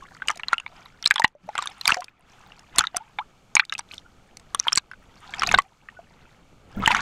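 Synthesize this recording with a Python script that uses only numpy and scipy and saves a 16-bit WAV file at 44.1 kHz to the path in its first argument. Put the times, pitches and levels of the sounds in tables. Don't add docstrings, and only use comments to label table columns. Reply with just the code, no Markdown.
import sys
import numpy as np
from scipy import signal
from scipy.fft import rfft, irfft, next_fast_len
from scipy.io import wavfile
from scipy.ndimage import map_coordinates

SR = 44100
rng = np.random.default_rng(int(sys.argv[2]) if len(sys.argv) > 2 else 0)


def to_wav(s):
    ch = np.atleast_2d(s).T
    pcm = np.round(np.clip(ch, -1, 1) * 32767)
    wavfile.write(sys.argv[1], SR, pcm.astype(np.int16))


N = 309141
TOP_HZ = 16500

# frequency_hz, gain_db
SLOSH_SPECTRUM = [(150, -4.5), (560, -31.5), (780, 4.5), (1050, -1.5), (1280, 4.5), (1850, -7), (2300, -5),
                  (2850, -3), (3500, -6), (4400, -23.5), (7000, -22), (12000, -48)]
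FIZZ_SPECTRUM = [(2000, -22.5), (4300, 1), (5200, -2.5), (6600, -0.5), (8300, -6.5), (10500, -14),
                 (12500, -13), (15500, -27.5)]
SPRAY_SPECTRUM = [(1500, -3.5), (4500, 0.5), (6500, 0.5), (8700, -1.5), (10500, -11), (14000, -18.5),
                  (16000, -29.5)]


def amp(db):
    return 10 ** (np.asarray(db) / 20)


def unit(x):
    return x / np.sqrt(np.mean(x ** 2) + 1e-20)


def curve(points):
    return np.interp(np.arange(N) / SR, *np.transpose(points))


def wobble(rate):
    knots = rng.standard_normal(int(N * rate / SR) + 4)
    return map_coordinates(knots, [np.arange(N) * rate / SR])


def colour(x, spectrum):
    size = 2 * next_fast_len(len(x))
    hz, db = np.transpose(spectrum)
    log_hz = np.log(np.fft.rfftfreq(size, 1 / SR) + 1)
    cepstrum = irfft(np.log(amp(np.interp(log_hz, np.log(hz), db))))
    cepstrum[1:size // 2] *= 2
    cepstrum[size // 2 + 1:] = 0
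    return irfft(rfft(x, size) * np.exp(rfft(cepstrum)))[:len(x)]


def noise(spectrum):
    return unit(colour(rng.standard_normal(N), spectrum))


def mingle(grains, spectrum, share):
    return np.sqrt(1 - share) * noise(spectrum) + np.sqrt(share) * unit(colour(grains, spectrum))


def add(track, start_s, sound):
    part = track[max(0, round(start_s * SR)):][:len(sound)]
    part += sound[:len(part)]


def fade(t, t60):
    return np.exp(-np.log(1000) * t / t60)


def lag(x, seconds):
    keep = np.exp(-1 / (SR * seconds))
    return signal.lfilter([1 - keep], [1, -keep], x)


def bubble(t, hz, t60, rise, attack_s):
    phase = hz * (t + rise * (t * t / t60 - t / 2))
    return np.sin(2 * np.pi * phase) * fade(t, t60) * (1 - np.exp(-t / attack_s))


def swarm(per_second, centre_hz, spread, cycles, scatter_db, ring_samples=800):
    count = int(per_second * N / SR)
    when, luck, radius, angle = rng.random((count, 4)).T
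    normal = np.sqrt(-2 * np.log(1 - radius)) * np.cos(2 * np.pi * angle)
    hz = np.clip(centre_hz * np.exp(spread * normal), 700, 15000)[:, None]
    strength = amp(scatter_db * np.minimum(-np.log(1 - luck), 4))[:, None]
    t = np.arange(ring_samples) / SR
    rings = strength * bubble(t, hz, cycles / hz, rise=0.038, attack_s=0.5 / hz)
    places = (when * N).astype(int)[:, None] + np.arange(ring_samples)
    return unit(np.bincount(places.ravel(), rings.ravel(), N)[:N])


def splatter(t, spectrum, centre_hz, t60, stagger_s, hiss_db, count=5):
    puff = amp(hiss_db) * rng.standard_normal(len(t)) * fade(t, t60) * (1 - np.exp(-t / 0.00063))
    for pitch, delay in zip(rng.standard_normal(count), stagger_s * rng.random(count) ** 2):
        hz = min(centre_hz * np.exp(0.4 * pitch), TOP_HZ)
        age = np.maximum(t - delay, 0)
        puff += fade(delay, 2 * t60) * bubble(age, hz, t60, rise=0.012, attack_s=0.0004)
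    puff = colour(puff, spectrum)
    return puff * np.sqrt(0.002 * SR / np.sum(puff ** 2))


def running_water():
    # pitch_hz, width_hz, gain_db
    resonances = [(727, 65, 1.5), (1350, 73, -0.5), (2260, 110, 6), (2840, 62, -6.5), (3540, 55, -5),
                  (4390, 110, -9.5)]
    f = np.fft.rfftfreq(N, 1 / SR)
    response = sum((-1) ** k * amp(db) * 1j * f * width / (hz * hz - f * f + 1j * f * width)
                   for k, (hz, width, db) in enumerate(resonances))
    hollow = unit(irfft(rfft(rng.standard_normal(N)) * response, N))
    rush, fizz = noise(SLOSH_SPECTRUM), noise(FIZZ_SPECTRUM)
    return (amp(-65 + 0.8 * wobble(30)) * rush
            + amp(-71 + 0.75 * wobble(27)) * fizz
            + amp(-73.5 + 0.58 * wobble(13)) * hollow)


def buffeting():
    # time_s, level_db
    push_levels = [(0, -55.5), (2.1, -60.5), (2.7, -58), (2.8, -46), (2.9, -59.5), (5.3, -55),
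                   (5.57, -31.5), (5.65, -60.5), (6.73, -54), (6.79, -28.5), (6.87, -41.5), (7.01, -34.5)]
    # frequency_hz, gain_db
    rumble_spectrum = [(20, 1.5), (60, -3.5), (180, -4.5), (320, -12), (700, -14.5), (2500, -59)]
    return amp(curve(push_levels) + 1.3 * wobble(25)) * noise(rumble_spectrum)


def wave_levels():
    # crest_s, swell_s, ebb_s, slosh_db, fizz_db; swell and ebb each span 20 dB
    waves = [(0.03, .1, 0.029, -46.5, -64), (0.15, 0.13, 0.067, -68, -61.5),
             (0.299, 0.044, 0.066, -34.5, -59), (0.52, 0.052, 0.062, -37, -61.5),
             (0.818, 0.25, 0.11, -45.5, -67), (1.21, 0.17, .06, -37.5, -64), (1.619, 0.14, 0.21, -33, -53),
             (1.889, 0.041, 0.075, -18, -32), (2.349, 0.34, 0.86, -52.5, -70.5),
             (2.8, 0.046, 0.055, -20.5, -44.5), (3, 0.23, 0.2, -50.5, -84),
             (3.93, 0.04, 0.059, -41.5, -48.5), (4.68, 0.16, 0.12, -40, -53.5), (5.491, .24, .12, -28, -45),
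             (6.2, 0.12, 0.32, -58, -87), (6.92, 0.1, 0.25, -12.5, -36.5)]
    t, power = np.arange(N) / SR, np.full((2, N), 1e-12)
    for crest, swell, ebb, slosh_db, fizz_db in waves:
        shape_db = -20 * np.maximum((crest - t) / swell, (t - crest) / ebb)
        power += amp([[slosh_db], [fizz_db]]) ** 2 * amp(np.maximum(shape_db, -100)) ** 2
    return 10 * np.log10(power)


def wash():
    slosh_db, fizz_db = wave_levels()
    churn = np.clip((fizz_db + 71) / 10, 0, 1)
    bubbles = swarm(per_second=230, centre_hz=1900, spread=0.5, cycles=28, scatter_db=3.5)
    foam = swarm(per_second=260, centre_hz=5500, spread=0.45, cycles=5, scatter_db=4)
    slosh = mingle(bubbles, SLOSH_SPECTRUM, share=0.12 + 0.65 * churn)
    fizz = mingle(foam, FIZZ_SPECTRUM, share=0.15 + 0.72 * churn)
    return amp(slosh_db - 8 + 3.6 * wobble(47)) * slosh + amp(fizz_db + 1 + 1.4 * wobble(60)) * fizz


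def muffle(water):
    # start_s, end_s, loss_db (below the treble; negative is a lift)
    dunks = [(1.277, 1.436, 7), (2.05, 2.29, 4.5), (5.6, 5.85, -0.5)]
    edge_s, treble_loss_ratio = 0.07, 2.7
    t = np.arange(N) / SR
    loss_db = sum(db * np.clip(np.minimum(t - start, end - t) / edge_s, 0, 1)
                  for start, end, db in dunks)
    treble = signal.sosfiltfilt(signal.butter(2, 3500, "high", fs=SR, output="sos"), water)
    return amp(-loss_db) * (water - treble) + amp(-treble_loss_ratio * loss_db) * treble


def trickle():
    # time_s, level_db
    runoff_levels = [(0, -52.5), (.88, -59), (1.3, -72), (2.2, -70.5), (2.5, -59), (3.4, -70), (5.5, -63),
                     (6.3, -62.5), (6.5, -73)]
    patter = swarm(per_second=130, centre_hz=1700, spread=0.5, cycles=26, scatter_db=2.2,
                   ring_samples=1600)
    return amp(curve(runoff_levels)) * patter


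def glugs():
    # start_s, length_s, start_hz, end_hz, level_db
    pockets = [(0.021, 0.045, 1091, 1240, -42.5), (1.434, .06, 174, 230, -43),
               (1.478, .03, 594, 900, -34.5), (1.964, 0.044, 523, 575, -32),
               (1.983, 0.057, 716, 763, -31.5), (2.952, 0.048, 687, 814, -36.5), (3, 0.039, 863, 1004, -35),
               (3.186, 0.043, 817, 1514, -23.5), (3.62, 0.026, 1170, 3030, -26.5),
               (4.049, 0.045, 1410, 1420, -50.5), (5.54, 0.0098, 740, 855, -5.5),
               (5.642, 0.045, 768, 806, -42), (5.965, 0.039, 1490, 1350, -44.5),
               (6.769, 0.093, 204, 147, -24.5), (6.924, 0.079, 210, 220, -33)]
    out = np.zeros(N)
    for start_s, length_s, start_hz, end_hz, db in pockets:
        progress = np.linspace(0, 1, int(length_s * SR))
        hz = start_hz + (end_hz - start_hz) * progress ** 2
        swell = progress * np.exp(-4.5 * progress) * np.sqrt(1 - progress)
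        add(out, start_s, amp(db) * swell / swell.max() * np.sin(2 * np.pi * np.cumsum(hz) / SR))
    return out * amp(4 * wobble(220))


def ticks():
    # start_s, level_db
    specks = [(0.274, -32.5), (0.312, -30), (.357, -40.5), (0.373, -35), (0.532, -27.5), (1.14, -30),
              (1.196, -16), (1.278, -38.5), (2.006, -32.5), (2.043, -32), (2.593, -44.5), (2.76, -30.5),
              (3.651, -33.5), (3.737, -28.5), (3.78, -29.5), (3.788, -27.5), (3.941, -39), (4.37, -35),
              (4.397, -47), (5.619, -36.5)]
    out, t = np.zeros(N), np.arange(SR // 20) / SR
    for start_s, db in specks:
        tick = splatter(t, SPRAY_SPECTRUM, centre_hz=4770, t60=0.01, stagger_s=0.003, hiss_db=6)
        add(out, start_s, amp(db) * tick)
    return out


def thumps():
    # start_s, relative_db
    jolts = [(1.111, -29.5), (1.244, -16), (1.881, -34.5), (1.923, -23.5), (4.774, -27), (5.558, -22.5),
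             (6.876, -19.5)]
    out, t = np.zeros(N), np.arange(SR // 20) / SR
    age = t / 0.00065
    pulse = 2 * age * (2 - age) * np.exp(-age)
    for start_s, db in jolts:
        add(out, start_s, amp(db + 4.5) * pulse)
    return out


def gurgle():
    slosh_db, fizz_db = wave_levels()
    bubbles = swarm(per_second=260, centre_hz=2003, spread=0.5, cycles=60, scatter_db=3,
                    ring_samples=2400)
    droplets = swarm(per_second=37, centre_hz=4200, spread=0.73, cycles=25, scatter_db=1.5)
    return amp(slosh_db - 8) * bubbles + amp(fizz_db + 6.5) * droplets


def drops():
    # start_s, pitch_hz, ring_db, slap_db, spray_db
    impacts = [(0.2206, 1543, -16.0, -31.0, -60), (0.2836, 2910, -6.5, -17, -18),
               (0.295, 2120.0, -16.5, -15.5, -44.5), (0.302, 1220.0, -10.5, -13.5, -26.5),
               (0.396, 2300, -25.0, -25.5, -47.5), (0.434, 2790.0, -15.0, -26, -54.0),
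               (0.4837, 4100.0, -8.5, -26, -38), (0.5306, 1385, -0.5, -9, -49),
               (0.5813, 2880, -9, -32, -41), (0.5995, 2750, -17.5, -31, -36),
               (0.6631, 2220, -17, -25.5, -62.0), (0.858, 3900.0, -31.5, -35, -67),
               (1.026, 5590.0, -17.5, -30.5, -33), (1.042, 3200.0, -16.5, -38, -44.5),
               (1.0598, 4080.0, 5, -16, -21), (1.0733, 4970.0, -4.5, -25.5, -13.5),
               (1.109, 1654, 1.5, 0.5, -17), (1.1587, 3440, -3, -9.5, -23.5),
               (1.181, 3260.0, -3.5, -13.5, -40.5), (1.198, 919, -3.5, -38, -26.5),
               (1.2199, 1877, -5.5, -30.5, -33.5), (1.2443, 1923, 4, 1.5, -21),
               (1.351, 590.0, -34, -64, -64.0), (1.49, 850.0, -20.5, -35.5, -44.5),
               (1.553, 854, -22.5, -17.5, -35), (1.5791, 3280, -15.0, -16.5, -25.5),
               (1.5883, 1177, -11, -28, -39), (1.6237, 1003.0, -23, -26.5, -24.5),
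               (1.6574, 1160.0, -25, -30, -33.0), (1.6726, 3660, -12.0, -28, -28.5),
               (1.812, 4130.0, -12.5, -31.5, -29), (1.8553, 3610.0, -6.0, -17.5, -23),
               (1.8773, 2394, -4.5, -18, -7.5), (1.9039, 1281, -7, -7.5, -23.5),
               (1.92, 2738, 2.5, -11, -35), (1.943, 4760, -13, -12.5, -19.5),
               (1.9694, 734, -16, -24, -34.0), (2.02, 1030, -23.5, -26, -59),
               (2.0822, 2480.0, -29, -37, -63), (2.52, 2800.0, -30.5, -43.5, -70.0),
               (2.784, 4240.0, 0.5, -8.5, -5), (2.7912, 3428, -0.5, -15.5, -7),
               (2.807, 1500, -9.5, -16.5, -23), (2.839, 1400, -12, -11.5, -38),
               (2.8702, 3780, -5.5, -24.5, -33.5), (2.9453, 740.0, -22, -27, -57.5),
               (2.9674, 9690.0, 3.5, -19, -13.5), (3.1863, 1000, -21, -16, -55),
               (3.5524, 6560, -9.5, -16.5, -8), (3.567, 2315, 2, -8.5, -27),
               (3.5957, 1587, -2.5, 1.5, -37.5), (3.6961, 3770, -12.5, -31.5, -39),
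               (3.7235, 1296, -16.5, -10.5, -25), (3.7513, 2590, -12.5, -33.0, -47),
               (3.792, 930, -25.0, -22, -20.5), (3.9806, 3640, -21, -68, -39.5),
               (4.547, 1150.0, -15.5, -20, -16), (4.5985, 5920, 3.5, -25.5, -22.5),
               (4.669, 950.0, -13.5, -17.5, -52.0), (4.6824, 3205, 1.5, -14.5, -36),
               (4.7211, 1577, -16.5, -12, -32.5), (4.7297, 5492, 4.5, -21, -14.5),
               (4.7578, 7650, 5, -22.5, -22.5), (4.774, 7560, 3, -7.5, -3),
               (4.7803, 4190.0, -0.5, -18.5, -14), (4.914, 1540.0, -25, -33, -44),
               (4.9346, 1520.0, -29.0, -38.0, -63.0), (5.3378, 1780, -24, -19.5, -48.0),
               (5.3956, 5470, -9.5, -29.0, -33.5), (5.42, 1310.0, -9, -16, -29),
               (5.4327, 1110.0, -12.5, -9.5, -23.5), (5.4649, 3960.0, -11.0, -30.5, -46),
               (5.4722, 4760, -7.5, -20, -20), (5.4904, 2570.0, -7, -21.5, -33),
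               (5.5139, 1823, -13, -9.0, -21.0), (5.522, 6600.0, -7.5, -23.5, -25),
               (5.5424, 1540, 1.5, -5, -34.5), (5.5464, 3738, 2, -12, -35),
               (5.5772, 4400.0, -12.5, -17, -41.5), (5.5865, 1119, 3.5, -2.5, -14.5),
               (5.887, 1860, -26.5, -33.5, -78), (5.9907, 683, -32.5, -62, -72), (6.86, 3007, -1, -30, -29),
               (6.8758, 905, -4.5, -1.5, -14.5), (6.9055, 977, -4.5, -36, -36),
               (6.9161, 2600, -2.5, -10, -20.5), (6.9464, 1290.0, -29, -1.5, -30),
               (6.967, 2210.0, -8, -29, -22.0)]
    # frequency_hz, gain_db
    slap_spectrum = [(30, -18.5), (200, -11), (580, -24.5), (850, 2.5), (1500, 1.5), (3800, -0.5),
                     (5500, -21), (12000, -46.5)]
    case_cutoff_hz = 8500
    out, t = np.zeros(N), np.arange(SR // 10) / SR
    for start_s, hz, ring_db, slap_db, spray_db in impacts:
        t60 = 0.022 * (1620 / hz) ** 0.99
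        ring = bubble(t, hz, t60, rise=0.0087, attack_s=0.00029)
        ring /= np.hypot(1, (hz / case_cutoff_hz) ** 4)
        slap = splatter(t, slap_spectrum, centre_hz=1780, t60=0.02, stagger_s=0.0021, hiss_db=1)
        spray = splatter(t, SPRAY_SPECTRUM, centre_hz=6690, t60=0.0075, stagger_s=0.0066, hiss_db=-5)
        add(out, start_s, amp(ring_db) * ring + amp(slap_db - 4) * slap + amp(spray_db - 1.5) * spray)
        film = splatter(t, SPRAY_SPECTRUM, centre_hz=3800, t60=0.01, stagger_s=0.004, hiss_db=0)
        add(out, start_s - 0.005, amp(3.4 * ring_db - 37.5) * film)
        backsplash = splatter(t, slap_spectrum, centre_hz=2800, t60=0.009, stagger_s=0.01, hiss_db=-3)
        add(out, start_s + rng.uniform(0.004, 0.014), amp(slap_db - 17) * backsplash)
    return out


def case_ring(splashes, t60, wet_db):
    t = np.arange(SR // 4) / SR
    envelope = fade(t, t60) * (1 - np.exp(-t / 0.001))
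    tail = colour(rng.standard_normal(len(t)) * envelope, SLOSH_SPECTRUM)
    return amp(wet_db) * signal.fftconvolve(splashes, tail / np.linalg.norm(tail))[:N]


def gain_control(x, threshold_db, slope, smoothing_s, release_db_per_s):
    level_db = 10 * np.log10(lag(x ** 2, 0.004) + 1e-12)
    wanted_cut_db = slope * np.maximum(level_db - threshold_db, 0)
    recovery_db = release_db_per_s * np.arange(N) / SR
    cut_db = np.maximum.accumulate(wanted_cut_db + recovery_db, axis=-1) - recovery_db
    return x * amp(-lag(cut_db, smoothing_s))


def scene():
    splashes = drops() + ticks() + glugs() + thumps() + trickle() + gurgle()
    water = muffle(wash() + running_water() + buffeting())
    return (splashes + case_ring(splashes, t60=0.076, wet_db=-28.5) + water)[None]


def record(dry):
    ridden = gain_control(dry, threshold_db=-22.5, slope=0.41, smoothing_s=0.036, release_db_per_s=26.5)
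    rounded = ridden / (1 + np.abs(ridden) ** 6) ** (1 / 6)
    size = next_fast_len(N + SR // 2)
    passband = np.clip((TOP_HZ - np.fft.rfftfreq(size, 1 / SR)) / 700, 0, 1) ** 2
    return irfft(rfft(rounded, size) * passband, size)[:, :N]


dry = scene()
out = record(dry)
to_wav(out)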